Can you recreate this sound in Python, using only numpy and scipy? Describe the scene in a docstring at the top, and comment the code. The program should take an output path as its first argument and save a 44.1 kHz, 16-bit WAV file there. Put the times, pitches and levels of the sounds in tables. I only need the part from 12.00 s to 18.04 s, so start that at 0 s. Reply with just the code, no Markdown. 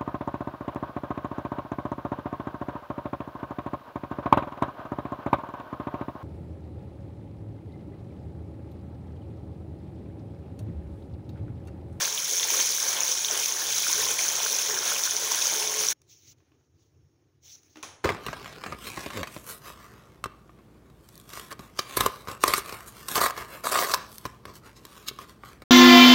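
"""A tiled bathroom: water pours from a spout into a bathtub; a hard cut leads to the quiet room, tap shut.
The water is coloured noise for spray and splash, decaying sines for bubbles, and a humming, gurgling drain.
After the cut a steel drain cable scrapes (gritty noise) and knocks on the tub (noise bursts, sines).
Low house rumble and faint room air, both filtered noise, run throughout.
The microphone boosts part of the treble."""
import sys
import numpy as np
from scipy import signal
from scipy.fft import rfft, irfft, next_fast_len
from scipy.io import wavfile
from scipy.ndimage import uniform_filter1d, map_coordinates

SR = 44100
rng = np.random.default_rng(int(sys.argv[2]) if len(sys.argv) > 2 else 0)


def bounce(signal):
    """Save signal as a 16-bit WAV file at the path given by the first command-line argument."""
    frames = np.transpose(np.atleast_2d(signal))
    limited = np.clip(frames, -1, 1)
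    pcm = np.round(limited * 32767).astype(np.int16)
    wavfile.write(sys.argv[1], SR, pcm)


N = 266364  # length of the sound [samples]
CUT_S = 3.929  # a cut ends the water scene; a quiet bathroom follows [s]

# how strongly the microphone picks up each pitch: (frequency [Hz], gain [dB])
MIC_GAIN = [(35, -5.5), (70, -2.5), (5000, -1.5), (5400, 5), (6100, 9.5), (6750, 6.5), (7100, -1),
            (8200, -8), (9800, -1.5), (11500, -9.5), (13000, -10.5), (13900, -17), (14600, -1.5),
            (15600, -1.5)]
# standing waves in the tub that water and knocks excite: (frequency [Hz], width [Hz], gain [dB])
TUB_WAVES = [(583, 11, -4.5), (753, 19, -12), (877, 30, -4.5), (1080, 17, -7.5), (1480, 33, -14.5),
             (2466, 35, -5.5), (3080, 30, -0.5), (3160, 93, -4.5), (3440, 19, -3), (3500, 24, -8),
             (3609, 22, -3), (3890, 21, -8)]
# moments when the drain gurgles louder, each led by one big bubble:
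# (start [s], length [s], level [dB], bubble pitch [Hz])
DRAIN_GURGLES = [(0.008, 0.028, -45.5, 446), (0.315, 0.027, -44, 514), (0.523, 0.09, -43, 496),
                 (0.851, 0.026, -47, 504), (0.967, 0.048, -46.5, 490), (1.09, 0.028, -43, 492),
                 (1.312, 0.036, -47, 416), (1.398, 0.058, -47, 468), (1.975, 0.03, -46, 476),
                 (2.04, 0.059, -54.5, 464), (2.098, 0.04, -46.5, 444), (2.417, 0.045, -47.5, 434),
                 (2.515, 0.034, -45.5, 450), (2.685, 0.14, -45.5, 459), (3.132, 0.034, -49, 448),
                 (3.204, 0.12, -48, 450), (3.555, 0.3, -47.5, 430)]


def water():
    """Falling water excites the tub and the tiles; the drain sounds along, all until the cut."""
    falling = falling_water()
    in_tub = falling + filtered(falling, resonances(TUB_WAVES))
    near = in_tub + amp(-11.0) * tiles(falling) + drain() + pipe_note()
    after = np.maximum(np.arange(N) / SR - CUT_S, 0)
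    # at the cut: a drop of 14 dB at once, then 60 dB more every 25 ms
    ending = np.where(after > 0, amp(-14.0 - 60 * after / .025), 1)
    return near * ending


def falling_water():
    """Spray and splash follow one unsteady flow, with single bursting bubbles and gulps of air on top."""
    # strength of the flow, before random wobble: (time [s], spray level [dB], splash level [dB])
    flow = [(0.0, -30, -38), (0.01, -26, -34), (0.14, -30, -43), (0.6, -27.5, -36), (0.64, -27, -43.5),
            (0.98, -29.5, -38.5), (1.2, -28.5, -42), (1.27, -29, -44), (1.31, -30, -39), (1.66, -28, -40.5),
            (2.13, -29, -37), (2.18, -30, -40), (2.19, -26.5, -33.5), (2.24, -28, -38.5),
            (3.76, -28.5, -38.5), (3.83, -27, -35), (3.9, -29, -43), (3.92, -30.5, -36.5)]
    spray_db, splash_db = curves(flow)
    churn = wobble(35)  # shared by spray and splash
    return spray(spray_db, churn) + splash(splash_db, churn) + pops() + gulps()


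def spray(level_db, churn):
    """The hiss of the jet: a crowd of tiny bubbles mixed with patchy noise."""
    # tone of the spray: (frequency [Hz], gain [dB])
    spray_tone = [(1000, -28.5), (2200, -2), (2800, -11.5), (3400, -3), (5000, -2.5), (10000, -4),
                  (17000, -4)]
    fizz = froth(count=18000, low_hz=1940, high_hz=17170, cycles=2.51,
                 spread_db=3.5, most_db=14.0, size=160)
    hiss = unit(coloured(0.66 * fizz + 0.68 * patchy(2.3), spray_tone))
    flicker_db = 1.3 * wobble(11) + 0.66 * churn + 0.91 * wobble(120)
    return hiss * amp(level_db + flicker_db)


def splash(level_db, churn):
    """Lumpier, deeper water noise: larger bubbles mixed with patchy noise."""
    # tone of the splash: (frequency [Hz], gain [dB])
    splash_tone = [(120, -45), (200, -12.5), (278, -14.5), (369, -4.5), (399, -12.5), (432, -6), (473, -5),
                   (815, -4), (1070, 0.5), (1200, -5), (1570, 0.5), (1930, -6.5), (3000, -4.5),
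                   (3900, -10.5), (6600, -120)]
    plops = froth(count=2500, low_hz=295.0, high_hz=3564, cycles=1.73,
                  spread_db=3.5, most_db=14.5, size=900)
    lumps = unit(coloured(0.38 * plops + 1.1 * patchy(2.5), splash_tone))
    flicker_db = 1.6 * wobble(12) + 1.2 * churn + 0.58 * wobble(25.07)
    return lumps * amp(level_db + flicker_db)


def pops():
    """Large bubbles burst, each a very short decaying sine."""
    # bursts: (time [s], peak level including the microphone's gain at that pitch [dB], pitch [Hz])
    bursts = [(0.0558, -15, 6400), (0.3018, -16.5, 5880), (0.5926, -17.5, 5850), (0.7043, -11, 6200),
              (0.8816, -15, 5850), (1.0058, -7.5, 6620), (1.0336, -10, 5700), (1.3114, -12.5, 5650),
              (1.5232, -11, 6310), (1.781, -12, 5800), (1.8826, -12.5, 6000), (2.288, -10.5, 6300),
              (2.354, -12.5, 6600), (2.587, -10.5, 6200), (2.789, -12, 5530), (3.037, -9.5, 5660),
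              (3.1092, -11.5, 6100), (3.166, -10.5, 5800), (3.3463, -8, 6040), (3.4244, -10.5, 5730),
              (3.47, -8.5, 6210), (3.675, -11, 6280), (3.8864, -8, 5750)]
    s, db, hz = np.transpose(bursts)
    before_mic = amp(db - along(MIC_GAIN, hz))
    return bubbles(s, before_mic, hz, cycles=2.2, rise=0.0015, size=200)


def gulps():
    """Trapped air gulps, each a short decaying sine with a slightly rising pitch."""
    # gulps of trapped air: (time [s], peak level [dB], pitch [Hz])
    air_gulps = [(0.076, -25.5, 1550), (0.177, -20, 3250), (0.282, -23.5, 3620), (0.398, -16, 3440),
                 (0.431, -14, 3440), (0.502, -22, 2480), (0.539, -25.5, 1080), (0.723, -15.5, 4200),
                 (0.783, -28, 1590), (1.247, -13, 3510), (1.285, -18, 3170), (1.433, -19.5, 2550),
                 (1.547, -29, 1090), (1.734, -18.5, 3610), (1.832, -18, 3610), (1.867, -19.5, 1420),
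                 (2.087, -21, 3080), (2.191, -15.5, 2200), (2.402, -26, 964), (2.463, -20.5, 1490),
                 (2.696, -26, 993), (2.774, -22, 1530), (3.075, -22, 1470), (3.316, -22.5, 977),
                 (3.418, -14.5, 3610), (3.625, -23, 2540), (3.92, -28.5, 1610)]
    s, db, hz = np.transpose(air_gulps)
    return bubbles(s, amp(db), hz, cycles=1.23, rise=0.0075, size=700)


def drain():
    """Noise makes the air in the pipe and tub hum; big bubbles lead the gurgles, over a lower hum."""
    # resonances of the air in pipe and tub: (frequency [Hz], width [Hz], gain [dB])
    pipe_air = [(378, 27, -5.5), (429.7, 11, 1.5), (514.4, 38, -6)]
    # low modes of the tub: (frequency [Hz], width [Hz], gain [dB])
    low_modes = [(152, 14, 0.5), (238, 19, -5.5)]
    rush = coloured(rng.standard_normal(N), [(60, -16.5), (140, 6)])
    hum = unit(filtered(rush, resonances(pipe_air))) * gurgling() * amp(1.5 * wobble(9.0))
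    s, _, db, hz = np.transpose(DRAIN_GURGLES)
    # each bubble peaks 2 dB above the level listed for its gurgle
    leaders = bubbles(s, amp(db + 2), hz, cycles=7, rise=0.015, size=5000)
    low_hum = unit(filtered(rng.standard_normal(N), resonances(low_modes)))
    return hum + leaders + amp(-61 + 1.5 * wobble(6)) * low_hum


def gurgling():
    """Gain of the drain's hum: a steady base, with a swell for every gurgle."""
    base_db, edge_s = -52, .03  # hum between gurgles [dB]; swell and fade of one [s]
    t = np.arange(N) / SR
    start, length, db = np.transpose(DRAIN_GURGLES)[:3, :, None]
    to_nearest_end = np.minimum(t - start, start + length - t)
    swell = np.clip(to_nearest_end / edge_s + .5, 0, 1)
    return amp(base_db) + (amp(db) * swell).sum(axis=0)


def pipe_note():
    """A half-closed drain pipe sings: slightly unsteady tones that swell in and out."""
    # notes, before random wobble: (start [s], length [s], pitch [Hz], peak level [dB])
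    notes = [(2.74, 0.08, 441, -43.5), (3.116, .22, 440, -43), (3.554, .16, 428, -39.5),
             (3.695, 0.19, 431, -37)]
    t, out = np.arange(N) / SR, np.zeros(N)
    for start, length, hz, db in notes:
        swell = np.sin(np.pi * np.clip((t - start) / length, 0, 1))
        level = amp(db + 2.0 * wobble(40))
        turns = np.cumsum(hz + 5 * wobble(50)) / SR
        out += swell * level * np.sin(2 * np.pi * turns)
    return out


def scrape():
    """The coiled cable drags over enamel: bright gritty noise, with more low grit in the duller strokes."""
    # strokes: (start [s], attack [s], hold [s], fade by 60 dB [s], level [dB], dullness [0-1])
    cable_strokes = [(4.051, 0.062, .015, .22, -53.5, 0.1), (4.099, .2, 0.027, .035, -53.5, 0.1),
                     (4.35, 0.029, 0.0086, 0.35, -77, 0.28), (4.5, .1, 0.051, 0.33, -83.5, 0.4),
                     (4.72, 0.078, 0.028, .35, -73, .3), (5.05, .06, .03, .3, -92, .3),
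                     (5.405, 0.052, 0.072, 0.15, -52, 0.22), (5.522, .03, .005, .08, -61, 0.5),
                     (5.503, .07, 0.24, .3, -69, 0.6)]
    # bright tone of steel on enamel: (frequency [Hz], gain [dB])
    enamel_tone = [(600, -25), (1500, -13), (2200, -1.5), (4000, 3), (7000, 1), (8500, -13.5), (11000, -14),
                   (13000, -10), (15500, 1)]
    t = np.arange(N) / SR
    start, attack, hold, release, db, dull = np.transpose(cable_strokes)[:, :, None]
    rise = np.clip((t - start) / attack, 0, 1) ** 2
    since_release = np.maximum(t - start - attack - hold, 0)
    strokes = rise * amp(db - 60 * since_release / release)
    grit = amp(1.1 * wobble(110)) * patchy(2.5)
    bright = unit(coloured(grit, enamel_tone))
    low = unit(coloured(grit, [(700, -7), (1200, -9), (2500, -5), (4000, -13), (7000, -15.5)]))
    dull_strokes = np.clip(dull, 0, 1) * strokes
    return strokes.sum(axis=0) * bright + dull_strokes.sum(axis=0) * low


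def knocks():
    """Each contact is a tick, a duller tap, a short ring of the tub wall and a low thud; the tiles answer."""
    # contacts, levels before filtering: (time [s], sharp tick [dB], dull tap [dB], ring of the tub [dB],
    # thud [dB], answer of the room relative to tick and tap [dB])
    contacts = [(4.017, -52, -62, -85, -90, 0), (4.328, -65.5, -53, -81, -80, -1),
                (4.383, -71, -56, -80, -85, 3), (4.403, -85, -59, -70, -80, 17),
                (4.518, -82, -53, -65, -63, 14), (4.61, -86, -61, -85, -86, 3),
                (5.632, -55, -66, -85, -68, 5), (5.757, -57, -33.5, -58, -45, 10),
                (5.77, -50, -33, -63.5, -51.5, 12.5), (5.828, -32, -38, -52, -53, 12),
                (5.833, -41, -29, -34.5, -46, 19.5), (6.034, -56, -49, -64, -75, 11)]
    # ringing of the tub wall: (frequency [Hz], level within the ring [dB], fade by 60 dB [s])
    wall_modes = [(1090, -0.5, 0.067), (2500, 3.5, 0.021)]
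    # the low thud: (frequency [Hz], fade by 60 dB [s])
    thud_hz, thud_fade = (310, 0.11)
    # tone of a sharp tick: (frequency [Hz], gain [dB])
    tick_tone = [(1000, 5), (4000, 10), (6200, 6.5), (10500, 7), (13000, -5), (15200, 5)]
    # tone of a dull tap: (frequency [Hz], gain [dB])
    tap_tone = [(250, -21.5), (450, 7.5), (900, 4.5), (1500, 4), (3000, -1), (4500, -5), (9000, -28)]
    ticks, taps, body = np.zeros((3, N + SR))
    t = np.arange(SR // 2) / SR
    fades = amp(-60 * t / [[.012], [.018]])  # tick and tap fall by 60 dB in 12 and 18 ms
    onset = 1 - np.exp(-t / 0.00085)
    ring = sum(amp(db - 60 * t / t60) * np.sin(2 * np.pi * hz * t) for hz, db, t60 in wall_modes)
    sway = 1 + .5 * np.sin(2 * np.pi * 70 * t)  # the panel beats against a neighbouring mode
    thud = amp(-60 * (t / thud_fade) ** 2) * np.sin(2 * np.pi * thud_hz * t)
    thud = thud * (1 - np.exp(-t / 0.0046)) * sway
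    for s, tick_db, tap_db, ring_db, thud_db, room_db in contacts:
        at = slice(round(s * SR), round(s * SR) + len(t))
        burst = fades * onset * rng.standard_normal((2, len(t)))
        ticks[at] += amp(tick_db) * (burst[0] + amp(room_db) * tail()[:len(t)])
        taps[at] += amp(tap_db) * (burst[1] + amp(room_db) * tail()[:len(t)])
        body[at] += amp(ring_db) * ring + amp(thud_db) * thud
    contact = coloured(ticks[:N], tick_tone) + coloured(taps[:N], tap_tone)
    return contact + 0.84 * filtered(contact, resonances(TUB_WAVES)) + body[:N]


def rumble():
    """The lumpy low noise of the house and the faint air of the room, with two narrow wavering bands."""
    # tone of the house: (frequency [Hz], gain [dB])
    house_tone = [(25, -38.5), (49, -26), (66, -12), (88, -3.5), (115, -5.5), (147, -7.5), (190, -30.5),
                  (260, -62)]
    # tone of the room air: (frequency [Hz], gain [dB])
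    air_tone = [(150, -17.5), (250, -3), (345, 1), (450, -5.5), (600, -14.5), (1240, -20), (5000, -28.5),
                (5300, -30.5), (6800, -35), (8000, -36), (14000, -33), (15000, -28), (15800, -40)]
    # narrow bands in the air, applied twice: (frequency [Hz], width [Hz], gain of one pass [dB])
    air_bands = [(5530, 250, 0), (6550, 400, -1)]
    house_db, air_db, bands_db = -64, -70, -93  # levels before wobble [dB]
    lumps = amp(3.5 * wobble(11)) * rng.standard_normal(N)
    house = amp(house_db + 1.5 * wobble(4)) * unit(coloured(lumps, house_tone))
    once = filtered(patchy(3), resonances(air_bands))
    bands = unit(filtered(once, resonances(air_bands)))
    air = amp(air_db + 1.1 * wobble(6)) * unit(coloured(patchy(1.5), air_tone))
    return house + air + amp(bands_db + 3 * wobble(4.6)) * bands


def tiles(x):
    """A sound heard once more off the tiled walls."""
    return signal.fftconvolve(x, tail())[:N]


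def tail():
    """The room's answer to one click, energy 1: noise in which each frequency dies at its own speed."""
    # how long the tiled room rings: (frequency [Hz], fade by 60 dB [s])
    ring_times = [(200, .7), (1000, 0.61), (4000, 0.41), (10000, .42), (12500, 0.29), (15000, 0.25)]
    hz, t, z = signal.stft(rng.standard_normal(SR // 2), SR, nperseg=256)
    fade = amp(-60 * t / along(ring_times, hz)[:, None])
    echo = signal.istft(z * fade, SR, nperseg=256)[1]
    echo = echo * (1 - np.exp(-np.arange(len(echo)) / SR / 0.0026))  # reflections take a moment to gather
    return echo / np.linalg.norm(echo)


def froth(count, low_hz, high_hz, cycles, spread_db, most_db, size):
    """A crowd of random bubbles, most quiet and a few loud, whose peaks grow with pitch."""
    when, pitch, chance = rng.random((count, 3)).T
    hz = low_hz * (high_hz / low_hz) ** pitch
    loudness_db = np.minimum(-spread_db * np.log(1 - chance), most_db)
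    peak = hz / high_hz * amp(loudness_db)
    return unit(bubbles(when * CUT_S, peak, hz, cycles, 0.054, size=size))


def bubbles(s, peak, hz, cycles, rise, size):
    """Damped sines with a soft start whose pitch at first climbs as the bubble nears the surface."""
    turns = np.arange(size) / SR * np.reshape(hz, (-1, 1))
    u = turns / cycles  # 1 at the loudest moment
    climb = 1 + rise * np.minimum(u, 3)
    shape = np.sin(2 * np.pi * turns * climb) * u * np.exp(1 - u)
    at = (np.reshape(s, (-1, 1)) * SR).astype(int) + np.arange(size)
    scaled = shape * np.reshape(peak, (-1, 1))
    return np.bincount(at.ravel(), scaled.ravel(), N + size)[:N]


def patchy(depth_db):
    """White noise with patches of random gain in time and frequency."""
    z = signal.stft(rng.standard_normal(N), nperseg=256)[2]
    field = uniform_filter1d(rng.standard_normal(z.shape), size=5, axis=0)
    field = uniform_filter1d(field, size=10, axis=1)
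    return unit(signal.istft(z * amp(depth_db * unit(field)), nperseg=256)[1][:N])


def resonances(modes):
    """The summed response of modes (frequency [Hz], width [Hz], gain [dB]), each ringing at its pitch."""
    return lambda f: sum(amp(db) * 1j * f * w / (c * c - f * f + 1j * f * w) for c, w, db in modes)


def coloured(x, points):
    """A filter with the gain of (frequency [Hz], gain [dB]) points that never sounds ahead of its input."""
    def response(hz):
        # folding the cepstrum gives the phase that belongs to a filter without pre-echo
        cepstrum = irfft(np.log(amp(along(points, hz)) + 1e-6))
        cepstrum[1:len(hz) - 1] *= 2
        cepstrum[len(hz):] = 0
        return np.exp(rfft(cepstrum))
    return filtered(x, response)


def filtered(x, response):
    """Multiply the spectrum of x by a complex response of frequency."""
    m = 2 * next_fast_len(N // 2 + SR // 4)
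    return irfft(rfft(x, m) * response(np.fft.rfftfreq(m, 1 / SR)), m)[:N]


def wobble(rate):
    """A smooth random curve shaped by rate random points a second."""
    knots = rng.standard_normal(int(N * rate / SR) + 4)
    return map_coordinates(knots, [np.arange(N) * rate / SR])


def curves(rows):
    """One value per sample for each column after the time, along straight lines."""
    s, *cols = np.transpose(rows)
    return [np.interp(np.arange(N) / SR, s, c) for c in cols]


def along(points, hz):
    """Read a value between (frequency [Hz], value) points, on a logarithmic frequency axis."""
    f, v = np.transpose(points)
    return np.interp(np.log(hz + 1), np.log(f + 1), v)


def amp(db):
    """Turn decibels into a factor."""
    return 10 ** (np.asarray(db) / 20)


def unit(x):
    """Scale a signal to an average strength (RMS) of 1."""
    return x / np.sqrt(np.mean(x ** 2) + 1e-20)


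def scene():
    """Water, cable scrapes, knocks and house rumble together, in one channel."""
    return (water() + scrape() + knocks() + rumble())[None]


def record(dry):
    """The microphone port resonates in the treble; the highest treble is removed."""
    def edge(hz):
        # full gain up to 15700 Hz, silence from 15860 Hz
        return np.sin(np.pi / 2 * np.clip((15860 - hz) / 160, 0, 1)) ** 2
    return filtered(coloured(dry[0], MIC_GAIN), edge)[None]


dry = scene()
out = record(dry)
bounce(out)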